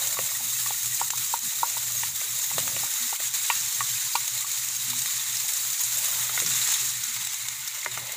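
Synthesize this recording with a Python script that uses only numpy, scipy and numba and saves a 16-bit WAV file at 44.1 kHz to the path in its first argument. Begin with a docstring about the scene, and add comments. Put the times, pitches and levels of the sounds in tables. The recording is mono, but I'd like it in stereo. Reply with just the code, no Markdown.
"""In a small kitchen, creamy liquid sizzles in a hot pan close under one microphone.
Thousands of steam bubbles burst: filtered noise, clicks and short damped sines; some pop loudly.
A wooden spatula knocks the last drops out of a bowl, then stirs: both are ringing modes.
Stirring bares hot metal and later calms the sizzle. A mains hum of two sines wavers over a low
rumble of filtered noise, with a few dull bumps."""
import sys
import numpy as np
from scipy import signal
from scipy.fft import rfft, irfft
from scipy.io import wavfile
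from scipy.ndimage import uniform_filter1d
from numba import njit

SR = 44100
rng = np.random.default_rng(int(sys.argv[2]) if len(sys.argv) > 2 else 0)


def dump_mix(stems):
    """Bounce the given channels to the path in sys.argv[1] as a 16-bit WAV at rate SR."""
    frames = np.atleast_2d(stems).T  # one column per channel
    limited = np.clip(frames, -1, 1)  # hard clip at full scale
    pcm = np.round(limited * 32767).astype(np.int16)
    wavfile.write(sys.argv[1], SR, pcm)


def volts_from_db(level):
    """Convert decibel levels to linear amplitude ratios."""
    exponent = np.asarray(level, float) / 20
    return 10 ** exponent


N = 359856
TIME = np.arange(N) / SR
MAIN_HZ = (4000, 9000)  # band in which the level of the main sizzle is counted


def curves(table):
    """Draw each column of a table as a line through time, one value a sample."""
    s, *columns = np.transpose(table)
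    return [np.interp(TIME, s, c) for c in columns]


def filtered(x, order, hz, kind):
    """Pass x through a smooth filter that keeps only part of the pitch range."""
    return signal.sosfilt(signal.butter(order, hz, kind, fs=SR, output="sos"), x)


def below(x, hz):
    """Keep what lies below hz, without shifting it in time."""
    return signal.sosfiltfilt(signal.butter(2, hz, fs=SR, output="sos"), x)


def band_level(x, lo_hz, hi_hz):
    """Scale the whole sound so that one band of it has rms 1."""
    part = filtered(x, 4, [lo_hz, hi_hz], "bandpass")
    return x / np.sqrt(np.mean(part ** 2))


def colour(x, points, peaks=()):
    """Flatten the long-term spectrum, then give it the wanted one with its resonances."""
    spec = rfft(x)
    hz = np.arange(N // 2 + 1) * SR / N + 1
    spec = spec / np.sqrt(uniform_filter1d(np.abs(spec) ** 2, size=3000))
    point_hz, point_db = np.transpose(points)
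    db = np.interp(np.log(hz), np.log(point_hz), point_db)
    for peak_hz, width_hz, peak_db in peaks:
        db = db + peak_db / (1 + (2 * (hz - peak_hz) / width_hz) ** 2)
    return irfft(spec * volts_from_db(db), N)


def walk(rate):
    """Wander at random: levels held 1 / rate s, then smoothed twice; spread near 1."""
    hold = int(SR / rate)
    steps = np.repeat(rng.standard_normal(N // hold + 1), hold)
    return 0.47 * uniform_filter1d(uniform_filter1d(steps, hold), hold)[:N]


@njit
def ring(count, at_s, hz, t60, size, rise_s):
    """Damped sines that swell in over rise_s and fall by 60 dB in t60 seconds."""
    out = np.zeros(count)
    for k in range(len(at_s)):
        first = int(at_s[k] * SR)
        turn = np.exp((2j * np.pi * hz[k] - np.log(1000) / t60[k]) / SR)
        z, late, fill = size[k] + 0j, 1., np.exp(-1 / (rise_s[k] * SR))
        for i in range(first, min(count, first + int(t60[k] * SR))):
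            out[i] += z.imag * (1 - late)
            z, late = z * turn, late * fill
    return out


def spurts(at_s, size, fade_s):
    """Envelope of sudden bursts that die away, with slightly softened edges."""
    out = np.zeros(N)
    for s, g, fade in zip(at_s, size, fade_s):
        part = out[int(s * SR):int((s + 6 * fade) * SR)]
        part += g * np.exp(-np.arange(len(part)) / (fade * SR))
    return uniform_filter1d(out, size=12)


def swells(start_s, length_s, db):
    """Sum of soft-edged rises in level."""
    total = 0
    for s, length, d in zip(start_s, length_s, db):
        from_middle = np.abs((TIME - s - length / 2) / (0.48 * length))
        total = total + volts_from_db(d) * np.exp(-from_middle ** 5.9)
    return total


# the hum swells: start t/s, length t/s, level/dB (before the waver)
HUM_SWELLS = [(0.009, 0.13, -55), (0.177, 0.077, -54), (0.326, 0.081, -60), (0.447, 0.32, -53.5),
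              (0.83, 0.13, -52), (1.022, 0.038, -52), (1.14, 0.089, -51), (1.423, 0.047, -59),
              (1.575, 0.076, -61), (1.735, 0.45, -54.5), (2.293, 0.075, -51), (2.505, 0.34, -52.5),
              (3.242, 0.036, -61), (3.4, 0.049, -60), (3.558, 0.12, -54), (3.777, 0.075, -49),
              (3.902, 0.077, -51), (4.036, 0.051, -55), (4.175, 0.064, -58), (4.314, 0.066, -55),
              (4.48, 0.041, -57), (4.567, 0.22, -59), (4.78, 0.25, -51.5), (5.119, 0.054, -61),
              (5.281, 0.086, -58), (5.415, 0.037, -59), (5.66, 0.066, -59), (5.853, 0.16, -54),
              (6.112, 0.58, -53.5), (6.803, 0.22, -52.5), (7.143, 0.15, -53.5), (7.398, 0.058, -59),
              (7.894, 0.19, -50.5)]


def hum_level():
    """Strength of the lower mains line: wavering swells over a faint, restless floor."""
    swelling = volts_from_db(3 * walk(22)) * swells(*np.transpose(HUM_SWELLS))
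    return swelling + volts_from_db(-66.5 + 9.1 * walk(12))


# the upper line of the hum swells less often: start t/s, length t/s, level/dB
OVERTONE_SWELLS = [(0.188, 0.042, -61), (0.397, 0.09, -56), (1.181, 0.043, -62), (1.427, 0.06, -53.5),
                   (2.52, 0.16, -55), (3.003, 0.07, -51.5), (4.874, 0.117, -51.5), (6.475, 0.039, -64),
                   (6.852, 0.034, -60), (7.076, 0.043, -58)]


def mains_hum(first):
    """Mains hum is a steady low tone and one an octave up; only their strengths change."""
    second = swells(*np.transpose(OVERTONE_SWELLS)) + volts_from_db(-76.5 + 10.6 * walk(14))
    phase = 2 * np.pi * 120 * TIME  # 120 Hz
    return np.sqrt(2) * (first * np.sin(phase) + second * np.sin(2 * phase))


# colour of the rumble: f/Hz, level/dB (relative, per Hz)
RUMBLE_COLOUR = [(15, -55), (25, -71), (64, -14), (93, -5), (118, 2.5), (172, 1), (257, -9), (314, -12),
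                 (500, -34), (650, -45), (1100, -120)]
# stove and worktop shake: start t/s, length t/s, level/dB (upper rumble), level/dB (deepest rumble)
SHAKES = [(0.195, 0.073, -58, -72), (1.44, 0.052, -56, -70), (1.975, 0.18, -81, -62),
          (2.53, 0.32, -57, -69), (4.783, 0.31, -69, -80), (6.412, 0.13, -56, -68),
          (7.957, 0.079, -70, -69)]


def rumble(hum_strength):
    """Low noise in two bands that waver alone, rise with the hum and swell with the shakes."""
    # a very faint flat floor above 900 Hz
    noise = colour(rng.standard_normal(N), [*RUMBLE_COLOUR, (900, -60)])
    deepest = below(noise, 100)
    start_s, length_s, upper_db, deepest_db = np.transpose(SHAKES)
    follow = (uniform_filter1d(hum_strength, size=4000) / np.mean(hum_strength)) ** 0.51
    upper_level = follow * volts_from_db(-65.5 + 2.7 * walk(11.0)) + swells(start_s, length_s, upper_db)
    deepest_level = follow * volts_from_db(-68 + 4.5 * walk(7.6)) + swells(start_s, length_s, deepest_db)
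    return (upper_level * band_level(noise - deepest, 111, 280)
            + deepest_level * band_level(deepest, 40, 108))


# dull bumps from stove and worktop: t/s, level/dB (before the soft start), f/Hz, t60 t/s
BUMPS = [(1.19, -51, 326, .15), (2.24, -49, 412, .15), (2.521, -41.5, 160, 1), (2.62, -50.5, 315, 0.91),
         (2.83, -45, 280, 0.14), (6.409, -41.5, 332, 0.17), (6.44, -37, 164, 0.28), (6.451, -44, 213, .2),
         (6.47, -46, 420, .12), (6.481, -41, 270, 0.12), (6.819, -42.5, 390, 0.11), (7.2, -51, 195, .2)]


def bumps():
    """Each bump is one low damped sine with a soft start."""
    s, db, hz, t60 = np.transpose(BUMPS)
    return ring(N, s, hz, t60, volts_from_db(db), 3 / hz)


def room_tail():
    """The small kitchen answers with short diffuse noise that dies away."""
    t = np.arange(SR // 5) / SR
    t60_s, first_echo_s = .12, .006
    return rng.standard_normal(len(t)) * np.exp(-np.log(1000) * t / t60_s) * (t > first_echo_s)


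def knocks(blows, modes, thud_db, thud_fall_db, base_db, contact_s, lag, crunch_db):
    """Blows share modes: strongest near the spot, high ones if hard, low ones if heavy."""
    s, db, spot_hz, edge_db, hardest_db = np.transpose(blows)[..., None]  # a row a blow
    hz, mode_db, t60 = np.transpose(modes)  # a column a mode
    # a blow that rings low is a heavy one: thud_db at 1 kHz, less for each octave up
    low_db = thud_db - thud_fall_db * np.log2(spot_hz / 1000)
    near = np.exp(-(np.log(hz / spot_hz) / 0.085) ** 2)
    t60 = t60 * (1 + .5 * near)  # the mode under the blow also rings longer
    group = np.digitize(hz, [700, 1600, 2300])  # low, middle, edge, hardest edge
    group_db = np.choose(group, [low_db, 0 * db, edge_db, hardest_db])
    gain_db = db + base_db + mode_db + 10 * near + group_db
    sign = (-1.) ** np.arange(len(hz))
    rise_s = np.tile(contact_s * (1000 / hz) ** lag, len(s))  # low modes build up later
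    at_s = (s + 0 * hz).ravel()
    dry = np.zeros(N)
    # every mode is a close pair, tuned a little differently by each wet contact
    for pair_db in (-.5, -9):
        tuned_hz = hz * (1 + 0.016 * rng.standard_normal((len(s), len(hz))))
        size = sign * volts_from_db(gain_db + pair_db)
        dry += ring(N, at_s, tuned_hz.ravel(), t60.ravel(), size.ravel(), rise_s)
    # wood crushing wet food adds a short dull crunch
    crunch = filtered(rng.standard_normal(N), 2, [450, 2400], "bandpass")
    dry += crunch * spurts(s.ravel(), volts_from_db(db.ravel() + crunch_db), np.full(len(s), .004))
    return dry + volts_from_db(-41) * signal.fftconvolve(dry, room_tail())[:N]


# wooden spatula on the bowl: t/s, level/dB (relative), strongest ring f/Hz,
# edge level/dB, hardest edge level/dB (both added to the higher modes)
BOWL_KNOCKS = [(0.168, -22.5, 1120, -16, -19), (0.188, -16.5, 616, -8, -6), (0.406, -29.5, 818, -15, -16),
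               (0.66, -22, 1130, -5, -14), (0.742, -35.5, 1400, 5, -5), (0.315, -30, 1100, -8, -15),
               (0.706, -21, 824, -14, -23), (1.013, -11, 888, -29, -31), (1.133, -20, 1020, -28, -24),
               (1.338, -12, 920, -32, -32), (1.631, -9, 945, -33, -31), (1.767, -25.5, 960, -19, -19),
               (2.033, -20.5, 905, -1, -3), (2.212, -28, 686, -16, 0), (2.512, -24, 874, -18, -19),
               (2.579, -15, 627, -10, -23), (2.763, -23.5, 623, -6, 1.5), (2.833, -23.5, 810, -17, -16),
               (3.127, -19.5, 856, -21, -12.5), (3.2, -28, 660, -2, -13), (3.5, -11, 985, -6.5, 0),
               (3.507, -21, 1140, -8, -2), (3.805, -13.5, 1130, -7, -12), (3.813, -22, 1200, -12, -15),
               (4.153, -11, 930, -29, -7), (4.158, -16, 1080, -25, -2.5), (4.443, -26, 1140, -17, -18),
               (4.697, -34, 720, -15, -15), (4.932, -27, 1000, -13, 1)]
# modes of the bowl: f/Hz, level/dB (relative), t60 t/s (away from the blow)
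BOWL_MODES = [(390, 19.5, 0.023), (539, 16, 0.073), (660, 13.5, 0.031), (824, 5.5, 0.013), (945, 6, 0.018),
              (1130, -3, 0.053), (1226, -2, 0.03), (1422, -7, 0.071), (1830, 11.5, 0.03), (1957, 12, 0.019),
              (2370, 12, 0.019), (2675, 0.5, 0.079), (2890, 12, 0.014), (4500, -4, .015)]


def bowl():
    """The bowl rings briefly under each knock of the spatula."""
    return knocks(BOWL_KNOCKS, BOWL_MODES, thud_db=-35, thud_fall_db=26.9, base_db=-15.5,
                  contact_s=0.00088, lag=0.32, crunch_db=-20.5)


# wooden spatula on the pan: t/s, level/dB (relative), strongest ring f/Hz,
# edge level/dB, hardest edge level/dB (both added to the higher modes)
PAN_KNOCKS = [(6.295, -22.5, 1250, -11, -9), (6.376, -19, 1410, 0.5, -16), (6.419, -29.5, 453, 0, -11),
              (7.83, -39, 2080, 4.5, 0), (7.86, -14, 960, -5.5, -8), (7.974, -18, 1280, -10, -20),
              (8.093, -30.5, 960, -4, -15)]
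# modes of the pan: f/Hz, level/dB (relative), t60 t/s (away from the blow)
PAN_MODES = [(164, 4, 0.1), (280, 7, 0.12), (389, 16, 0.16), (475, 14.5, 0.06), (600, 26, 0.027),
             (810, 9, 0.0072), (960, -10.5, 0.034), (1206, -3, 0.031), (1460, -2, 0.043), (1860, 8, 0.02),
             (2117, 7.5, 0.048), (2440, -1, .03)]


def pan():
    """The pan rings under the stirring spatula; its low modes build up much later than its high ones."""
    return knocks(PAN_KNOCKS, PAN_MODES, thud_db=-27, thud_fall_db=11.7, base_db=-14.5,
                  contact_s=0.0004, lag=3.5, crunch_db=-4)


# colour of the sizzle: f/Hz, level/dB (relative, per Hz)
SIZZLE_COLOUR = [(180, -60), (300, -50), (600, -17), (800, -19), (1140, -15.5), (1640, -16.5), (1910, -12),
                 (3280, -14), (5210, -10), (6200, -6), (8500, -7), (11000, -9), (13000, -7), (15000, -7)]
# resonances of pan and microphone port: f/Hz, width f/Hz, level/dB (added at the peak)
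PORT = [(888, 44, 8), (1884, 29, 3.5), (3830, 650, 8), (6550, 190, 7), (6980, 320, 4), (7450, 840, 7),
        (9560, 1200, 2), (13530, 430, 6.5), (15000, 400, 7.5)]


def sizzle_colour(x):
    """Give a sound the colour of the sizzle, with the resonances of pan and microphone port."""
    return colour(x, SIZZLE_COLOUR, PORT)


def by_size(x):
    """Split into deep, large, main and fine bubbles (low to high) that add up to the whole."""
    deep, up_to_large, up_to_main = [below(x, hz) for hz in (780, 3200, 9500)]
    return deep, up_to_large - deep, up_to_main - up_to_large, x - up_to_main


# spurts of steam: t/s, level/dB (relative), strongest f/Hz, coarse spray level/dB (added), fade t/s
POPS = [(0.0722, -11.5, 7000, -10, .005), (0.44, -20, 7000, -5, 0.0067), (0.8305, -15, 6860, -13, 0.0045),
        (0.858, -12, 7100, -7, .003), (0.9986, -11.5, 7450, -3, .004), (1.1039, -9, 6600, 7, 0.0025),
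        (1.1563, -20, 6680, -6, .004), (1.1807, -15, 7570, 5, 0.0027), (1.3272, -13.5, 7480, -12, .004),
        (1.39, -17, 6520, -11, 0.0028), (1.699, -18, 7140, 9, 0.0018), (1.9194, -15, 6450, -4, .003),
        (2.5823, -11, 7220, 6, 0.0087), (2.6, -14, 8000, -8, .002), (2.678, -17, 7260, 12, .003),
        (2.845, -15, 6860, -8, .004), (2.938, -14, 7000, -3, .003), (3.1612, -18, 7530, -8, .004),
        (4.133, -18, 4500, -9, 0.0055), (4.154, -13, 4600, 2, 0.0036), (4.278, -16.5, 7100, 8, 0.0047),
        (4.376, -19, 4300, -2, .007), (4.407, -14, 7670, -9, .005), (4.515, -14, 7200, -8, .005),
        (4.645, -16, 7000, -8, 0.0043), (4.685, -15, 7000, -5, .003), (4.75, -16, 7700, -4, .003),
        (4.82, -17, 7200, -8, .006), (4.9, -17, 3900, -8, 0.0079), (4.99, -15, 6610, -8, .004),
        (5.018, -9, 7000, -14, .003), (5.059, -16.5, 6900, 11.5, 0.0035), (5.3527, -17, 7550, -11, .004),
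        (5.368, -14, 5500, -8, 0.0048), (5.482, -12, 7480, -15, 0.0067), (5.5347, -12, 7660, -14, 0.0082),
        (5.7017, -15, 6930, -8, 0.0045), (5.7289, -13, 6550, -10, .005), (5.793, -12, 6480, -5, 0.0034),
        (5.836, -11, 7140, -14, 0.0081), (5.945, -15, 7000, -13, 0.0056), (5.9868, -14, 7750, -14, .004),
        (6.056, -11, 6820, -4, 0.0045), (6.2277, -17, 7240, -5, .006), (6.4006, -11, 7390, 5.5, 0.0048),
        (6.462, -10, 5800, 4, .003), (6.5367, -13, 6270, 5, .003), (6.645, -10, 7100, -9, 0.0043),
        (6.578, -16, 7200, -5, 0.0028), (6.615, -15, 7000, 9, .004), (6.673, -13, 7500, -3, .002),
        (6.6885, -12, 6800, 6, 0.0029), (6.739, -14.5, 3600, -3, 0.0065), (6.765, -17, 6800, -3, .003),
        (6.797, -16, 6660, 1, .003), (6.722, -18, 6460, -1, .004), (6.8525, -14, 6920, -2, 0.0024),
        (6.864, -21, 7000, -2, .002), (7.036, -14, 6850, -1, 0.0055), (7.096, -22, 7000, -3, .006),
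        (7.163, -20.5, 7250, 9, 0.0086), (7.249, -17, 7190, -7, 0.0034), (7.2707, -15, 7240, 5.5, 0.0034),
        (7.341, -17, 6900, -5, 0.0049), (7.4846, -11, 7250, 3, .003), (7.647, -25, 6800, -5, 0.0054),
        (7.676, -14.5, 6000, -8, .004), (7.7458, -20, 6590, -4, .003), (7.813, -21, 6290, -3, .003),
        (7.847, -19.5, 6580, 11, .003), (7.9414, -23, 7330, 9, 0.008), (7.976, -19, 6550, 4, 0.0034),
        (8.0684, -19.5, 6620, -3, 0.0032), (8.1199, -16, 7200, 0, 0.0033)]


def pops():
    """A click opens each spurt: spray, a dull tick and a swarm of bubbles ringing near one pitch."""
    s, db, hz, coarse_db, fade_s = np.transpose(POPS)
    fine_db = -2 * np.maximum(db + 15, 0)  # louder spurts carry less fine spray
    noise = band_level(sizzle_colour(rng.standard_normal(N)), *MAIN_HZ)
    _, coarse, main, fine = by_size(noise)
    spray = (coarse * spurts(s, volts_from_db(db + coarse_db - 8), fade_s)
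             + main * spurts(s, volts_from_db(db - 11.5), fade_s)
             + fine * spurts(s, volts_from_db(db + fine_db - 11.5), fade_s))
    # the skin tears with a dull tick
    snap = ring(N, s, 0.27 * hz, 12 / hz, volts_from_db(db + coarse_db - 31), 0.44 / hz)
    snap = filtered(snap, 2, 900, "highpass")
    swarm = np.zeros(N)
    for late, pitch in rng.random((5, 2, len(s))):
        at_s = s + .0006 + 2.2 * fade_s * late
        near_hz = hz * (1 + .2 * (pitch - .5))
        swarm += ring(N, at_s, near_hz, 22 / hz, volts_from_db(db + 1 - 6.8 * late), 1.3 / hz)
    click = ring(N, s, hz, 6 / hz, volts_from_db(db - 6.5), 0.15 / hz)
    return spray + snap + swarm + click


def bubbles(lo_hz, hi_hz, t60, scatter_db, count):
    """Bursting bubbles ring at random pitches; most are tiny, a few are much larger."""
    when, pitch, size, life = rng.random((count, 4)).T
    hz = lo_hz + (hi_hz - lo_hz) * pitch ** 1.5
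    size = volts_from_db(-scatter_db * np.log(1 - .99 * size))
    return ring(N, when * N / SR, hz, t60 * (.5 + life), size, 0.3 / hz)


def droplet_clicks():
    """Droplets that burst at once are bare clicks of either sign, about 1500 a second."""
    chance, size = rng.random((N, 2)).T
    height = volts_from_db(-2.5 * np.log(np.abs(2 * size - 1) + 0.0025))
    return (chance < 1500 / SR) * np.sign(size - .5) * height


def bubble_mass():
    """Countless tiny bubbles merge to a hiss; clicks and longer rings stand out of it."""
    hiss = band_level(rng.standard_normal(N), *MAIN_HZ)
    clicks = band_level(droplet_clicks(), *MAIN_HZ)
    short = band_level(bubbles(410.0, 14800.0, 0.0024, 1.5, count=30000), *MAIN_HZ)
    long = band_level(bubbles(301.0, 16000., 0.07, 2.8, count=8000), *MAIN_HZ)
    return sizzle_colour(hiss + volts_from_db(-5) * clicks + volts_from_db(-5) * short + volts_from_db(-4.0) * long)


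def pan_resonance(large, cool):
    """A pan resonance comes up as the cooling liquid is spread thin."""
    edges_hz = 2110 + 72 * np.array([-.5, .5])
    b, a = signal.butter(1, edges_hz, "bandpass", fs=SR)
    return volts_from_db(-23.5 + 23.5 * cool) * 2 * signal.lfilter(b, a, large)


def spit(rise_db):
    """Liquid flashing to steam on bared metal spits droplets, growing faster than the sizzle."""
    droplets = band_level(bubbles(1420.0, 5470.0, 0.0033, 1.2, count=20000), 1200, 6600)
    return volts_from_db(-50 + 2.5 * rise_db + 3 * walk(30)) * droplets


def flutter():
    """Small spurts start suddenly, so the hiss rises faster than it falls."""
    when, size, life = rng.random((300, 3)).T
    return 1 + spurts(when * N / SR, -.25 * np.log(1 - .97 * size), 0.00035 + 0.0062 * life)


# the sizzle dips briefly: t/s, depth level/dB, length t/s
DIPS = [(0.16, -3, 0.037), (0.392, -2, 0.033), (1.097, -10.5, 0.016), (1.135, -4.5, 0.053),
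        (1.406, -5, 0.045), (2.127, -4, 0.043), (3.18, -5, 0.039), (3.312, -6, 0.044), (4, 0, 0.03),
        (4.446, -2.5, 0.048), (5.545, -1.5, 0.02), (6.46, -4, 0.018)]


def surge_and_dips(cool):
    """All bubble sizes surge and dip together (dB)."""
    surge_db = 0.46 * walk(12) + 0.66 * walk(30) + 1.76 * walk(60)
    surge_db = surge_db * (1 + 0.73 * cool)  # fewer bubbles are left, so the hiss grows more uneven
    dip_db = sum(db * np.exp(-(2 * (TIME - s) / length) ** 4) for s, db, length in DIPS)
    return surge_db + dip_db


# the sizzle: t/s, level/dB (before surges and the final trim), stirring (0-1),
# how far the liquid has cooled the pan (0-1)
SIZZLE = [(0, -30, 0.5, 0.07), (.75, -30, 0.2, 0), (1.5, -30.5, 0.1, 0.09), (2.75, -30.5, 0.34, 0.14),
          (3.5, -28.5, 0.04, 0.25), (4.5, -30.5, 0, 0.28), (5.25, -29.5, 0, 0.3), (5.9, -29, 0.24, 0.08),
          (6.1, -29.5, 0.7, 0.23), (6.35, -29.5, 0.54, 0.3), (6.47, -28.5, 0.2, 0.3),
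          (6.52, -25.5, 0.03, 0.3), (6.6, -25.5, 0, 0.1), (6.65, -26, 0.2, 0.4), (6.74, -26, 0, 0.5),
          (6.82, -28, 0, .3), (6.92, -29.5, 0, 0.27), (7.05, -31, 0, 0.6), (7.3, -32.5, 0, 0.76),
          (7.4, -34.5, 0.24, 0.78), (7.89, -37.5, 0.5, 1), (8.16, -38, 0.92, 1)]


def sizzle():
    """Four bubble sizes surge together and flicker alone as stirring and cooling change the hiss."""
    level_db, stir, cool = curves(SIZZLE)
    rise_db = level_db + 30.5  # above the reference level of -30.5 dB
    # each size follows its own share of the level, and answers stirring and cooling its own way
    large_db = -44.5 + 1.1 * rise_db + 4.5 * stir + 7 * cool
    fine_db = -33.5 + 0.6 * rise_db + 4.5 * stir - 6.5 * cool
    deep_db = -61.5 - 0.5 * rise_db + 19 * stir - 13 * cool
    deep, large, main, fine = by_size(bubble_mass())
    large = band_level(filtered(large, 3, 640, "highpass"), 900, 3000)
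    large = large + pan_resonance(large, cool)
    gurgle_db = 6 * (walk(3.82) + walk(12))
    mix = (volts_from_db(deep_db + gurgle_db) * band_level(deep, 330, 750)
           + spit(rise_db)
           + volts_from_db(large_db + 0.74 * walk(30)) * large
           + volts_from_db(level_db + 0.19 * walk(21)) * band_level(main, *MAIN_HZ)
           + volts_from_db(fine_db + 0.66 * walk(30)) * band_level(fine, 10000, 15400))
    return flutter() * volts_from_db(surge_and_dips(cool) - 2.5) * mix


def scene():
    """One microphone hears every source and feeds both channels."""
    hum_strength = hum_level()
    kitchen = mains_hum(hum_strength) + rumble(hum_strength) + bumps()
    spatula = bowl() + pan()
    return np.tile(kitchen + spatula + pops() + sizzle(), (2, 1))


def low_pass(x):
    """Removes everything above the highest recorded frequency."""
    return signal.sosfilt(signal.butter(12, 16690, fs=SR, output="sos"), x)


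def record(dry):
    """The top is cut steeply and the deepest bass is rolled off."""
    steep = signal.ellip(12, .3, 60, 15490, fs=SR, output="sos")  # 0.3 dB ripple, 60 dB down, 15490 Hz
    mix = signal.sosfilt(steep, dry)
    mix = filtered(mix, 2, 45, "highpass")
    return low_pass(mix)


dry = scene()
out = record(dry)
dump_mix(out)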